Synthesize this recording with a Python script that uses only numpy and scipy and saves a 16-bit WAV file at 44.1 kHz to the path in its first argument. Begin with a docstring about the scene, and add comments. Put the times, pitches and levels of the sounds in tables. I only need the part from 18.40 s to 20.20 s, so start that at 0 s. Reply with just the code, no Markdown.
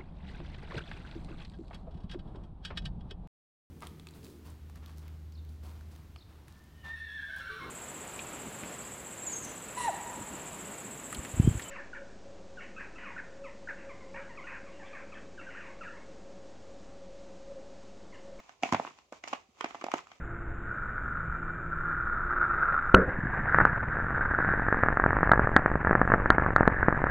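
"""Sand crumbled into a basin

Hands crumble dry sand over a mound in a plastic basin, close by in a small room.
Each lump knocks, thuds and bursts into a spray of grains; the heaviest flex the basin floor.
Hard pieces clink and crusts snap. Loose sand and small crumbs trickle down between the lumps."""
import sys
import numpy as np
from scipy import signal
from scipy.fft import rfft, irfft
from scipy.io import wavfile
from scipy.ndimage import uniform_filter1d

SR = 44100
rng = np.random.default_rng(int(sys.argv[2]) if len(sys.argv) > 2 else 0)


def digitize_waveform(pressure):
    """Quantize a signal to 16-bit integers and store it at the path in sys.argv[1].

    Rows of a 2-D input are taken as channels; values are limited to [-1, 1].
    """
    field = np.atleast_2d(pressure).T
    bounded = np.clip(field, -1, 1)
    quanta = np.round(bounded * 32767).astype(np.int16)
    wavfile.write(sys.argv[1], SR, quanta)


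N = 79380


def lumps():
    """Each lump gives a thud, a hollow knock, a crack and a burst of grains thinning to a spray."""
    # (time [s], thud [Hz], thud before low cut [dB], knock [Hz], knock decay [ms], knock [dB],
    #  crunch [dB], grit [dB])
    breaks = [ (.001, 270, -61, 770, 0.39, -54, -61.5, -66.5),
              (0.0928, 266, -67, 730, 1.55, -56.5, -56.5, -64),
              (0.2261, 277, -45.5, 674, 0.56, -47, -57, -54.5),
              (0.2334, 263.7, -33.5, 743, 1.88, -26.5, -37.5, -42),
              (.2555, 258, -44.5, 746, 1.8, -40, -49.5, -61), (.290, 240, -54, 900, 0.74, -48, -49, -55.5),
              (0.3239, 224, -27, 1002, 1.2, -29, -34, -42.5),
              (0.3333, 323, -33.5, 674, .8, -31.5, -38.5, -45),
              (0.3456, 244, -30.5, 892, 0.55, -24.5, -33.5, -50),
              (.398, 251, -39, 760, 0.54, -29.5, -48.5, -60),
              (0.4497, 311, -51, 940, 0.43, -41.5, -50, -87), (0.4669, 371.4, -58, 850, 1.1, -52, -50, -73),
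              (0.4751, 377, -52, 1000, 0.75, -47, -51.5, -83),
              (.508, 282, -63, 1140, 0.86, -58.5, -77, -79), (.587, 269, -70, 970, 0.72, -64, -65, -65.5),
              (0.7237, 335, -50.5, 580, 0.97, -43, -53, -59),
              (0.7323, 279, -65, 1050, 0.33, -49.5, -64, -68.5),
              (0.8383, 353, -53, 660, 1.45, -49, -48.5, -53),
              (.8754, 307, -78, 690, 0.9, -47.5, -48.5, -53), (0.8822, 280, -68, 879, 0.73, -53, -63, -50),
              (0.9295, 265, -44, 920, 0.66, -37, -43, -55), (0.933, 280, -46.5, 790, 0.62, -33, -41, -48.5),
              (1.2086, 444, -45.5, 1060, 0.75, -39, -41, -50),
              (1.243, 343, -36, 730, 0.73, -33.5, -41.5, -50),
              (1.259, 390, -69, 900, 0.14, -46.5, -50, -61), (1.307, 309, -57.5, 753, 2.5, -54, -51, -72),
              (1.3464, 400, -70, 810, 0.62, -42, -48.5, -64),
              (1.3524, 312, -53.5, 870, 0.62, -46.5, -59, -61), (1.412, 343, -56, 1170, 3.6, -48, -51, -60),
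              (1.4212, 370, -50.5, 1010, .65, -48, -56, -73),
              (1.4407, 353, -40.5, 618, 0.74, -34.5, -44.5, -50),
              (1.4658, 334, -54, 820, 0.5, -39.5, -56, -57.5),
              (1.4842, 284, -52.5, 770, 1.44, -37, -50.5, -74),
              (1.5162, 376.6, -67, 1230, 1, -45, -43, -49.5),
              (1.539, 350.7, -34, 755, 0.41, -26.5, -39, -45.5),
              (1.5809, 400, -64, 1030, 2.4, -50, -50, -56), (1.59, 330, -58, 1280, 0.57, -49, -49.5, -74),
              (1.67, 318, -86, 1190, 0.63, -57, -61.5, -67.5),
              (1.716, 239, -63.5, 780, 1.4, -53.5, -54.5, -67)]
    # coarse and fine grain spectra (frequency [Hz], gain [dB])
    crunch_eq = [(200, -42.5), (700, -6), (1200, 7.5), (1650, 0), (2100, 2), (3000, -4), (4500, -17),
                 (9000, -45)]
    grit_eq = [(500, -29.5), (2500, 7.5), (4000, -1), (5500, 3), (7100, 2.5), (8500, -19), (10500, -30.5)]
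    pre_s, crack_s, thud_s = 0.02, 0.000898, 0.0015
    lead_s, rise_s, burst_s, spray_s = 0.0022, 0.00086, 0.003, 0.0075
    grains_per_s = 5900
    out, t = np.zeros((2, N)), np.arange(int(0.14 * SR)) / SR - pre_s
    after = np.maximum(t, 0)
    fall = np.exp(-after / burst_s) + undb(-26) * np.exp(-after / spray_s)
    lead = undb(-16) * np.exp(-np.abs(t) / lead_s)  # a faint grainy swell leads into each burst
    burst = (1 - np.exp(-after / rise_s)) * fall + lead
    crack = at_level(signal.unit_impulse(len(t), int((pre_s + crack_s) * SR))[None], -4)
    for start, thud_hz, thud_db, knock_hz, knock_ms, knock_db, crunch_db, grit_db in breaks:
        thud = at_level(contact(t, thud_hz, thud_s), thud_db)
        knock = at_level(contact(t, knock_hz, knock_ms / 1000), knock_db)
        body = pan(low_cut(thud + knock, hz=195.3, order=3), right_db=0.5)
        coarse = burst * grains(len(t), grains_per_s, spread_db=3.5)
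        fine = burst * grains(len(t), grains_per_s, spread_db=2.5)
        crunch = at_level(colour(coarse, crunch_eq), crunch_db)
        grit = at_level(colour(at_level(fine, 0) + crack, grit_eq), grit_db)
        add(out, start - pre_s, body + crunch + grit)
    return out


def contact(t, hz, decay_s, left_lag_s=0.0001):
    """A soft contact swells and dies within a few cycles; the left ear hears it later."""
    age = np.maximum(t - np.array([[left_lag_s], [0]]), 0)
    return -age / decay_s * np.exp(-age / decay_s) * np.sin(2 * np.pi * hz * age)


def basin_floor():
    """The floor flexes under heavy lumps."""
    # (time [s], frequency [Hz], decay [s], level before low cut [dB])
    flexes = [(.3242, 103, 0.013, -35), (.3242, 161, .006, -37), (.3242, 233, .018, -48),
              (1.088, 223, .007, -64)]
    return low_cut(rings(flexes, attack_s=0.0018), hz=81, order=3)


def clinks():
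    """Hard pieces ring briefly as they break."""
    # (time [s], frequency [Hz], decay [s], level [dB])
    modes = [(.2340, 2483, 0.014, -44), (.2340, 2334, 0.0027, -35.5), (.2340, 2594, 0.0017, -35),
             (.2465, 2630, 0.005, -47), (.2665, 2360, .003, -47.5), (.8385, 2290, 0.00064, -47.5),
             (1.2085, 3160, 0.0026, -48.5), (1.5168, 2390, 0.00081, -45)]
    return rings(modes, attack_s=0.00025)


def snaps():
    """Brittle crusts part in bright clusters of tiny fractures."""
    # (time [s], level [dB])
    crusts = [(.3253, -50), (.7245, -64), (.8835, -58), (1.2103, -57.5), (1.244, -66), (1.4418, -55),
              (1.517, -58.5), (1.5398, -51.5)]
    # fracture spectrum (frequency [Hz], gain [dB])
    snap_eq = [(1000, -19.5), (7000, 4.5), (9000, -11.5), (14000, -19.5)]
    decay_s = 0.00098
    out, t = np.zeros((2, N)), np.arange(SR // 100) / SR
    for start, db in crusts:
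        fractures = np.exp(-t / decay_s) * grains(len(t), per_s=SR, spread_db=1, scatter_rad=0.5)
        add(out, start, at_level(colour(fractures, snap_eq), db))
    return out


def trickle():
    """Fine sand hisses and crumbs patter, following one flow with small surges."""
    # loose sand flow (time [s], level [dB])
    flow_curve = [(0, -62), (.1, -63), (.185, -73), (.22, -65), (.25, -47.5), (0.311, -53.5), (.47, -53.5),
                  (.53, -63), (.62, -66), (0.712, -82), (0.742, -57.5), (.82, -71.5), (0.868, -53),
                  (0.961, -53.5), (1.04, -72), (1.141, -76.5), (1.19, -60), (1.38, -59.5), (1.46, -64.5),
                  (1.581, -51), (1.65, -67), (1.73, -62.5), (1.8, -71)]
    # sand and crumb spectra (frequency [Hz], gain [dB])
    sand_eq = [(100, -5.5), (300, 2), (500, -4.5), (800, 1), (1100, 5), (1600, -7), (2400, 1), (4200, -9),
               (7000, -7), (8600, -24), (11000, -34.5), (16000, -30)]
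    crumb_eq = [(100, -29), (450, -13.5), (720, -3), (1100, -4.5), (1600, -17.5), (3000, -28), (7000, -31),
                (9000, -59)]
    flow_db = np.interp(np.arange(N) / SR, *np.array(flow_curve).T)
    surge_db = 1.5 * wander(per_s=60)
    sand = colour(grains(N, per_s=9000, spread_db=4.2), sand_eq)
    crumbs = colour(grains(N, per_s=260, spread_db=3, scatter_rad=0.41), crumb_eq)
    return undb(flow_db + surge_db) * (sand / rms(sand) + undb(-7) * crumbs / rms(crumbs))


def room(x):
    """Adds the basin's hollow ring, close echoes and the room tail."""
    # air modes in the basin (frequency [Hz], T60 [s], gain [dB])
    basin_modes = [(687, 0.15, -1), (773, 0.5, -9.5), (1037, 0.18, -12.5)]
    # basin wall and nearby surfaces (delay [s], gain [dB])
    reflections = [(.0039, -21.5), (0.0167, -22), (.019, -29.5), (0.0196, -28)]
    # tail spectrum (frequency [Hz], gain [dB])
    tail_eq = [(60, 5), (150, 3), (250, -6), (430, 4.5), (720, -2.5), (1050, -2.5), (1600, 2), (2500, 1.5),
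               (4000, 1.5), (7000, -3), (16000, -3)]
    t = np.arange(int(0.7 * SR)) / SR
    onset = np.clip(t / 0.004 - 1, 0, 1)
    tail = hollow = 0
    for t60_s, db in (0.17, -11), (0.31, -18):  # early, late
        part = diffuse(len(t), split_hz=550) * np.exp(-np.log(1000) * t / t60_s) * onset
        tail += undb(db) * part / np.sqrt(np.sum(part ** 2) / 2)
    for hz, t60_s, db in basin_modes:
        fade = np.exp(-np.log(1000) * t / t60_s)
        hollow += undb(db) * 2 * fade * np.cos(2 * np.pi * hz * t) / fade.sum()
    out = x + signal.fftconvolve(x, colour(tail, tail_eq) + hollow, axes=1)[:, :N]
    for delay_s, db in reflections:
        add(out, delay_s, undb(db) * x)
    return out


def room_air():
    """Faint, steady diffuse noise."""
    # (frequency [Hz], gain [dB])
    air_eq = [(20, -16), (45, 12), (90, 11), (200, -7), (400, 4.5), (750, 1), (1500, -37.5), (2500, -10),
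              (7000, -11.5), (9000, -24.5), (16000, -28)]
    air = colour(diffuse(N, split_hz=900), air_eq)
    return undb(-72) * air / rms(air)


def grains(count, per_s, spread_db, scatter_rad=0.98):
    """Random clicks of uneven size, each reaching the two ears differently."""
    hit = rng.random(count) < per_s / SR
    size = undb(spread_db * np.minimum(rng.exponential(size=count), 4))
    sign = rng.choice([-1, 1], count)
    angle = scatter_rad * rng.standard_normal(count)
    return hit * size * sign * np.array([np.cos(angle) + np.sin(angle), np.cos(angle) - np.sin(angle)])


def rings(modes, attack_s):
    """Damped swings of a struck body."""
    out, t = np.zeros((2, N)), np.arange(SR // 5) / SR
    for start, hz, decay_s, db in modes:
        swing = (1 - np.exp(-t / attack_s)) * np.exp(-t / decay_s) * np.sin(2 * np.pi * hz * t)
        add(out, start, at_level(swing[None], db))
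    return out


def wander(per_s):
    """Random steps smoothed twice; spread near 1."""
    hold = int(SR / per_s)
    steps = np.repeat(rng.standard_normal(400), hold)[:N]
    return 1.3 * uniform_filter1d(uniform_filter1d(steps, hold), hold)


def diffuse(count, split_hz):
    """Noise alike in both ears in the bass, unrelated in the treble."""
    mid, side = rng.standard_normal((2, count))
    side = low_cut(side, split_hz)
    return np.array([mid + side, mid - side])


def colour(x, points):
    """Minimum-phase filter through (Hz, dB) points."""
    size = 2048
    hz, db = np.array(points).T
    bin_hz = np.arange(size // 2 + 1) * SR / size
    gain = undb(np.interp(np.log(bin_hz + 1), np.log(hz), db))
    cepstrum = irfft(np.log(gain))
    cepstrum[1:size // 2] *= 2
    cepstrum[size // 2 + 1:] = 0
    impulse = irfft(np.exp(rfft(cepstrum)))
    return signal.fftconvolve(x, impulse[None], axes=1)[:, :x.shape[1]]


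def low_cut(x, hz, order=2):
    """Butterworth high-pass."""
    return signal.sosfilt(signal.butter(order, hz, "high", fs=SR, output="sos"), x)


def at_level(x, db):
    """Scale a short sound so its mid-channel energy, spread over 10 ms, has this level."""
    energy = np.sum(np.mean(x, axis=0) ** 2)
    return x * undb(db) / np.sqrt(energy / (0.01 * SR) + 1e-24)


def add(out, start_s, x):
    """Mix x in at start_s, trimmed to the scene."""
    i = int(start_s * SR)
    x, i = x[:, max(-i, 0):], max(i, 0)
    out[:, i:i + x.shape[1]] += x[:, :N - i]


def pan(x, right_db):
    """Tilt the balance to the right."""
    return x * undb(np.array([[-right_db], [right_db]]) / 2)


def undb(db):
    """Decibels to gain."""
    return 10 ** (np.asarray(db) / 20)


def rms(x):
    """Root mean square."""
    return np.sqrt(np.mean(x ** 2) + 1e-24)


def scene():
    """The basin sits slightly right, over quiet room air."""
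    air = room_air()
    sand = lumps() + basin_floor() + clinks() + snaps() + trickle()
    return pan(room(sand), right_db=2) + air


def record(dry):
    """Thin the deepest bass and cut the top."""
    top_hz = 15900
    return signal.sosfilt(signal.ellip(8, 0.2, 70, top_hz, fs=SR, output="sos"), low_cut(dry, hz=65))


dry = scene()
out = record(dry)
digitize_waveform(out)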